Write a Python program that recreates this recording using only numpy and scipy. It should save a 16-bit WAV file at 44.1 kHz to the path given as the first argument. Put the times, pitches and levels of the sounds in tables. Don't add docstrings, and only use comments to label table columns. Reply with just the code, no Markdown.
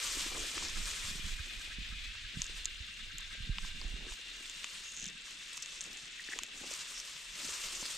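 import sys
import numpy as np
from scipy import signal
from scipy.fft import rfft, irfft
from scipy.io import wavfile

SR = 44100
rng = np.random.default_rng(int(sys.argv[2]) if len(sys.argv) > 2 else 0)


def master_out(mix):
    frames = np.transpose(np.atleast_2d(mix))
    ceiling = np.clip(frames, -1, 1)
    pcm = np.round(ceiling * 32767).astype(np.int16)
    wavfile.write(sys.argv[1], SR, pcm)


N = 351477

# f/Hz, likeness (0 = unrelated, 1 = the same)
NEAR_LIKENESS = [(60, 1), (150, 0.93), (380, 0.82), (950, 0.67), (2380, 0.77), (5980, 0.86), (10000, 0.75),
                 (13000, 0.2)]


def leaves(swish):
    steady = [(0, -39), (0.12, -39), (0.27, -39), (0.34, -45.5), (0.56, -40), (0.64, -45.5), (0.73, -45.5),
              (0.88, -41), (1.05, -42), (1.18, -48), (1.45, -54), (1.75, -57.5), (2.9, -59.5), (4.3, -56.5),
              (4.5, -51), (4.95, -53), (5.13, -58), (5.5, -52), (5.9, -53), (6.48, -57), (6.62, -48),
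              (6.9, -48.5), (7.31, -50), (7.41, -43), (7.97, -43)]
    brushes = [(0.4, -45), (1.09, -52), (1.29, -47.5), (1.61, -51.5), (2.41, -50.5), (2.57, -50.5),
               (3.36, -64), (3.66, -51), (4.131, -51.5), (4.75, -48.5), (5.27, -53), (5.57, -55),
               (5.73, -54), (6.32, -47), (6.74, -43), (6.99, -50), (7.45, -47), (7.55, -46.5), (7.64, -45),
               (7.75, -54), (7.919, -51)]
    spectrum = [(350, -5.5), (600, -5.5), (768, -12), (930, -3), (1360, 1), (1480, -2), (2670, 1),
                (2900, 2), (7440, 4), (8890, -1), (10500, -16), (12000, -11), (15800, -26)]
    sheen = [(0, 4), (0.6, -2), (1.3, 3), (2.3, -0.5), (4.5, -1.5), (5.9, -4.5), (6.8, -1.5), (7.97, 1)]
    brushing = swells(*np.transpose(brushes), rise_db_per_s=131, fall_db_per_s=109, rest_db=-99)
    gain = np.hypot(from_db(in_time(steady)[0]), brushing)
    source = swish + 0.75 * crackle(per_s=2200, spread_db=3.6)
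    rustle = banded(source, spectrum, NEAR_LIKENESS, together_db=0.9, own_db=1.6)
    treble = signal.sosfiltfilt(signal.butter(4, 10400, "high", fs=SR, output="sos"), rustle)
    return gain * (rustle + (from_db(in_time(sheen)[0]) - 1) * treble)


def snaps():
    # t/s, bright ring peak/dB, bright ring f/Hz, middle and top ring level/dB (relative to bright)
    big = [(0.194, -31, 4600, 2, -25), (0.579, -30, 5000, 5.5, -25), (0.684, -28, 5370, -12, -25),
           (0.696, -31, 6400, -10, -25), (2.4177, -17.5, 6350, -5, -47), (2.442, -31, 7030, -1, -32),
           (2.465, -32, 6790, -18, -39), (2.6463, -31, 6940, -14, -25), (2.6549, -17, 6900, -5, -31),
           (3.1824, -28, 7200, -27, -15), (3.206, -38, 6970, -20, -20), (3.583, -32, 4520, 10.5, -25),
           (3.8133, -30, 4600, -6, -45), (4.121, -40.5, 6900, 9, -12), (4.4967, -29, 7000, -5, -32),
           (4.6427, -27.5, 6800, 4, -32), (4.966, -30, 6860, -11, -35), (4.972, -32, 6350, -4, -39),
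           (4.984, -33, 6740, -11, -36), (4.9975, -30, 6660, -14, -37), (5.0066, -34, 6800, -7, -37),
           (5.017, -34, 6400, -13, -38), (5.025, -30, 6200, -13, -40), (5.041, -27, 6760, -6, -36),
           (5.0554, -27.5, 6050, -5, -43), (5.064, -30, 7150, -9, -37), (5.078, -32, 6930, -8, -39),
           (5.085, -31, 5900, -17, -33), (5.531, -34, 8150, -10, -20), (5.57, -34, 6000, -10, -20),
           (5.573, -29, 7500, -10, -18), (5.576, -32, 5580, 1, -25), (5.582, -39, 6300, -10, -30),
           (5.6, -40, 5800, -8, -26), (5.6228, -28, 7300, -8, -18), (5.625, -30, 5600, -15, -36),
           (5.627, -32, 5770, -11, -34), (5.63, -33, 6000, -10, -34), (5.632, -35, 7100, -6, -35),
           (5.659, -31.5, 6800, -1, -30), (5.776, -37, 5600, -8, -34), (5.9299, -34, 5690, -3, -15),
           (5.8074, -25.5, 6400, -7, -41), (5.8115, -27, 7200, -14, -39), (5.814, -31, 7440, -5, -38),
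           (5.8393, -30.5, 7150, -19, -41), (5.971, -33, 6800, -12, -37), (6.24, -35, 4370, -10, -35),
           (6.3878, -24, 6900, 1, -26), (6.4334, -25.5, 7060, -1, -15), (6.464, -39, 6900, -15, -39),
           (6.5752, -36, 6550, -1, -30), (6.72, -33, 6220, -16, -31), (6.731, -37, 6400, -10, -30),
           (6.737, -26, 7100, -15, -32), (6.749, -33, 6000, -8, -30), (6.9997, -27, 5820, -12, -30),
           (7.0506, -38, 6100, 1, -30), (7.3537, -37, 5350, -6, -28), (7.57, -35, 6490, -5, -30),
           (7.754, -33, 6900, -14, -30)]
    small = [(start_s + when * (end_s - start_s), -46 + 6 * size, 5300 + 2600 * pitch, -10, -30)
             for start_s, end_s, count in [(2.3, 4.45, 16), (4.45, 6.5, 70)]
             for when, size, pitch in rng.random((count, 3))]
    direct = np.zeros(N)
    for s, peak_db, bright_hz, mid_db, top_db in big + small:
        mid_hz = np.interp(mid_db, [-5, 3], [3550, 2700])
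        mid_hz *= np.exp(.05 * rng.standard_normal())
        rings = [(bright_hz, 11.7 / bright_hz, 0), (mid_hz, 4.4 / mid_hz, mid_db), (12000, .0017, top_db)]
        for hz, t60, level_db in rings:
            add(direct, s + .0009, from_db(peak_db + level_db) * ring(hz, t60, rise_share=0.17))
    tail_s, tail_db = .016, -22
    t = np.arange(int(tail_s * SR)) / SR
    fade = from_db(tail_db - 60 * t / tail_s) * (t > .0008)
    scatter = rng.standard_normal((2, SR // 10))[:, :len(t)] * fade
    return direct + np.array([signal.fftconvolve(direct, side)[:N] for side in scatter])


def scrape():
    strokes = [(4.844, 0.2, -54, 6630), (6.961, 0.032, -48, 5680)]
    width_hz, edge_db_per_s = 600, 700
    clicks = crackle(per_s=1500, spread_db=3.0)[0]
    slips = rms_one(smooth(clicks, width_hz))
    t, out = np.arange(N) / SR, 0
    for s, length, level_db, hz in strokes:
        phase = 2 * np.pi * hz * t
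        ringing = slips[0] * np.cos(phase) + slips[1] * np.sin(phase)
        out = out + held(s, s + length, level_db, edge_db_per_s) * ringing
    return out


def knocks():
    squeaks = [(6.1948, -38, 1900), (6.1985, -38, 1905), (6.207, -43, 1870), (6.2866, -35, 1806),
               (6.3124, -40, 1850), (6.3215, -35, 1740), (6.3274, -39, 1800), (6.3325, -30.5, 1970),
               (6.3365, -32, 1830)]
    taps = [(0.266, -46, 1110), (0.318, -44, 1030), (0.371, -38.5, 1100), (0.577, -35, 1260),
            (0.623, -38.5, 1020), (2.152, -46, 1265), (3.198, -52, 1050), (3.584, -39.5, 1100),
            (3.646, -45, 1030), (3.815, -46, 1043), (4.12, -45.5, 1010), (4.643, -42.5, 1094),
            (5.28, -51, 1080), (5.574, -47, 1090), (6.389, -38.5, 1100), (7.827, -42.5, 960)]
    bumps = [(0.168, -37, 314), (0.26, -42, 310), (4.11, -40, 35.6), (0.345, -46, 430), (0.376, -36, 370),
             (0.79, -44, 40), (1.394, -36, 59.4), (1.92, -44, 42), (2.07, -40, 39.4), (2.493, -50, 410),
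             (2.8, -38.5, 61.4), (3.348, -54, 559.5), (3.935, -36, 45), (3.937, -44, 196), (4.02, -63, 190),
             (4.404, -49, 302), (6.286, -47, 329), (6.357, -45, 424), (6.416, -51, 280), (6.709, -42, 544),
             (7.485, -45, 425), (0.797, -48, 179), (1.041, -43, 80.7), (1.109, -43.5, 195),
             (1.191, -44, 170), (1.781, -39.5, 186), (1.922, -46, 172), (1.24, -36.5, 52),
             (1.79, -43, 39.7), (2.367, -32.5, 134), (2.375, -47, 45.3), (3.4, -39, 92.5), (3.49, -31, 122),
             (3.495, -27.5, 34.7), (3.85, -33.5, 39.5), (3.842, -45, 176.2), (6.611, -43.5, 242),
             (7.823, -44, 239)]
    kinds = [(squeaks, 16, 0, .0003), (taps, 11, 0, .0008), (bumps, 2.6, .006, .003)]
    out = np.zeros(N)
    for table, cycles, linger_s, late_s in kinds:
        for s, peak_db, hz in table:
            add(out, s + late_s, from_db(peak_db) * ring(hz, cycles / hz + linger_s, rise_share=0.079))
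    return out


def clothing(swish):
    shifts = [(0.2, -58, -62.5), (0.28, -59, -75), (0.35, -46, -55.5), (0.62, -50, -65), (0.8, -68, -50.5),
              (1.11, -60, -57), (1.27, -72, -53), (1.55, -59.5, -69), (1.8, -66, -57), (1.94, -85, -63),
              (2.38, -80, -59), (2.5, -67, -94), (2.81, -88, -64.5), (3.15, -87, -59), (3.361, -82, -68),
              (3.41, -83, -61), (3.63, -85, -56.5), (3.85, -63, -57), (3.48, -68, -53), (3.95, -74, -52.5),
              (4.031, -60, -60), (4.35, -62.5, -73), (5.02, -67.5, -53.5), (5.92, -58.5, -64),
              (6.37, -59, -70), (6.64, -58, -64), (7.48, -64, -61), (7.68, -67, -65), (7.8, -56.5, -82)]
    housing = [(0, -57), (0.6, -53), (1.4, -51), (1.65, -53), (2.25, -46), (2.7, -55), (3.65, -52),
               (4.12, -55), (4.17, -64), (5.0, -67), (6.1, -67), (6.85, -67), (7.6, -62), (7.97, -62)]
    scuff_spectrum = [(140, -34), (240, -4.5), (335, 0), (615, -6), (1300, -8.5), (1690, -24), (2860, -120)]
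    rub_spectrum = [(50, -30), (90, -9), (130, -5), (175, 0), (250, -9), (340, -24)]
    rumble_spectrum = [(8.8, -44), (15, 7), (39, 2), (130, -20), (170, -62), (290, -120)]
    s, scuff_db, rub_db = np.transpose(shifts)
    rub_rest_db = -73.5
    scuff_gain = swells(s, scuff_db, rise_db_per_s=94, fall_db_per_s=77, rest_db=-75)
    rub_gain = swells(s, rub_db, rise_db_per_s=189, fall_db_per_s=145, rest_db=rub_rest_db)
    rough_swish = swish[::-1] + .5 * crackle(per_s=250, spread_db=1.5)
    scuff = banded(rough_swish, scuff_spectrum, NEAR_LIKENESS, together_db=2.5, own_db=2.0)
    rub = banded(swish[::-1], rub_spectrum, NEAR_LIKENESS, together_db=4.0, own_db=3.5)
    rumble = banded(swish, rumble_spectrum, NEAR_LIKENESS, together_db=1.0, own_db=1.5)
    thump = (rub_gain / from_db(rub_rest_db)) ** 0.4
    return scuff_gain * scuff + rub_gain * rub + from_db(in_time(housing)[0]) * thump * rumble


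def far_engine():
    course = [(0, -46, 2390, 3440, -56), (1.2, -46, 2453, 3490, -55.5), (2.05, -47.5, 2504, 3440, -56),
              (2.2, -48, 2765, 3575, -55.5), (4.4, -49.5, 2787, 3642, -57), (5.5, -50.5, 2670, 3600, -59),
              (6.3, -50.5, 2640, 3435, -58), (6.8, -51, 2693, 3570, -60.5), (7.97, -50, 2710, 3560, -61)]
    hiss_spectrum = [(59, -33), (100, -14.5), (224, -10), (832, -27.5), (1600, -1.5), (2200, 2),
                     (2780, 3.5), (3160, 3), (3510, 4.5), (4620, -4.5), (7690, -17.5), (10600, -65),
                     (12000, -33), (14500, -71), (15800, -53)]
    chuff_spectrum = [(800, -26), (1100, -7), (1330, 7.5), (1440, -8), (1550, 11.5), (1640, 8.5),
                      (1720, 12), (1900, -75), (2060, 12.5), (2400, -3)]
    likeness = [(60, 0.82), (180, 0.21), (550, 0.083), (1650, 0.64), (4970, 0.56), (15000, 1)]
    # start/s, end/s, first f/Hz, last f/Hz, level/dB
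    faint_whines = [(3.25, 3.7, 1610, 1580, -62.5), (0.5, 1.3, 3290, 3320, -61),
                    (2.5, 3.8, 3780, 3780, -65), (2.4, 4.8, 4110, 4110, -64),
                    (2.72, 3.6, 11130, 11370, -87)]
    firings_per_s, slowing_per_s2 = 9.58, .084
    hiss_db, low_hz, high_hz, low_db = in_time(course)
    t = np.arange(N) / SR
    chuff_db = -54 - 1.4 * t
    high_db = -58 - 2.2 * abs(t - 3.7)
    phase = 2 * np.pi * (firings_per_s * t - .5 * slowing_per_s2 * t ** 2 - .35)
    white = rng.standard_normal((2, 2, N))
    hiss = banded(white, hiss_spectrum, likeness, together_db=0.82, own_db=0.05)
    chuff = banded(white[::-1], chuff_spectrum, likeness, together_db=.2, own_db=.5)
    pulses = np.exp(2.4 * np.cos(phase + .3 * drift(4)))
    puffs = rms_one(pulses * from_db(1.2 * drift(5)))
    swell = from_db(0.8 * np.cos(phase - 1.6))
    tones = from_db(low_db) * whine(low_hz, width_hz=36) + from_db(high_db) * whine(high_hz, width_hz=70)
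    for start, end, first_hz, last_hz, level_db in faint_whines:
        hz = np.interp(t, [start, end], [first_hz, last_hz])
        tones = tones + held(start, end, level_db, edge_db_per_s=49) * whine(hz, width_hz=16)
    return swell * (from_db(hiss_db) * hiss + tones) + from_db(chuff_db) * puffs * chuff


def whine(hz, width_hz):
    wandering_hz = hz + .6 * width_hz * drift(20)
    tone = np.exp(2j * np.pi * np.cumsum(wandering_hz) / SR)
    mid, side = [np.real(tone * (drift(width_hz) + 1j * drift(width_hz))) for _ in range(2)]
    return rms_one(.6 * np.real(tone) + .8 * mid + .6 * side * [[1], [-1]])


def ring(hz, t60, rise_share):
    t = np.arange(int(t60 * SR) + 8) / SR
    shape = (1 - np.exp(-t / (rise_share * t60))) ** 2 * from_db(-60 * t / t60)
    return np.sin(2 * np.pi * hz * t) * shape / shape.max()


def crackle(per_s, spread_db):
    size_db = spread_db * np.minimum(rng.exponential(1, (4, N)), 2.5)
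    sizes = from_db(size_db) * rng.standard_normal((4, N))
    hits = rng.random((4, N)) < per_s / SR
    return rms_one(sizes * hits).reshape(2, 2, N)


def banded(source, spectrum, likeness, together_db, own_db):
    out, flicker_db = 0, together_db * (drift(11) + drift(57))
    edges_hz = 15 * 2 ** np.arange(0, 10.5, .5)
    for k, (low, high) in enumerate(zip(edges_hz, edges_hz[1:])):
        if high < spectrum[0][0] or low > spectrum[-1][0]:
            continue
        band = signal.butter(2, [low, high], "band", fs=SR, output="sos")
        mid, side = signal.sosfilt(band, source[k % 2])
        alike = np.clip(at_hz(likeness, np.sqrt(low * high)), 0, 1)
        gain = from_db(flicker_db + own_db * drift(23.6))
        out = out + gain * (np.sqrt(1 + alike) * mid + np.sqrt(1 - alike) * side * [[1], [-1]])
    hz = np.maximum(np.arange(N // 2 + 1) * SR / N, 1)
    return rms_one(irfft(rfft(out) * from_db(at_hz(spectrum, hz)), N))


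def swells(s, peak_db, rise_db_per_s, fall_db_per_s, rest_db):
    steps = np.arange(0, N, 64)
    since_peak = steps / SR - s[:, None]
    slope = np.where(since_peak < 0, rise_db_per_s, -fall_db_per_s)
    each = from_db(peak_db[:, None] + slope * since_peak)
    power = np.sum(each ** 2, axis=0) + from_db(rest_db) ** 2
    return np.interp(np.arange(N), steps, np.sqrt(power))


def held(start_s, end_s, level_db, edge_db_per_s):
    t = np.arange(N) / SR
    outside_s = abs(t - np.clip(t, start_s, end_s))
    return from_db(level_db - edge_db_per_s * outside_s)


def drift(rate_hz):
    slow = smooth(rng.standard_normal(N // 40 + 2002), 40 * rate_hz)[2000:]
    return np.interp(np.arange(N) / 40, np.arange(len(slow)), rms_one(slow))


def smooth(x, hz):
    r = np.exp(-2 * np.pi * hz / SR)
    return signal.lfilter([1], [1, -2 * r, r * r], x)


def from_db(db):
    return 10 ** (np.asarray(db) / 20)


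def rms_one(x):
    return x / np.sqrt(np.mean(x ** 2) + 1e-20)


def in_time(rows):
    s, *columns = np.transpose(rows)
    return [np.interp(np.arange(N) / SR, s, column) for column in columns]


def at_hz(points, hz):
    table_hz, values = np.transpose(points)
    return np.interp(np.log(hz), np.log(table_hz), values)


def add(out, s, sound):
    at = int(s * SR)
    out[..., at:at + sound.shape[-1]] += sound[..., :N - at]


def scene():
    swish = rng.standard_normal((2, 2, N))
    return leaves(swish) + clothing(swish) + far_engine() + snaps() + scrape() + knocks()


def record(dry):
    balance = [(60, -5.5), (130, -5.5), (290, -1.5), (640, -1), (1410, 2), (3100, 2), (6820, 0),
               (15000, 8.5)]
    cutoff_hz = 16150
    hz = np.maximum(np.arange(N // 2 + 1) * SR / N, 1)
    coloured = irfft(rfft(dry) * from_db(at_hz(balance, hz) * [[.5], [-.5]]), N)
    return signal.sosfilt(signal.cheby2(14, 60, cutoff_hz, fs=SR, output="sos"), coloured)


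dry = scene()
out = record(dry)
master_out(out)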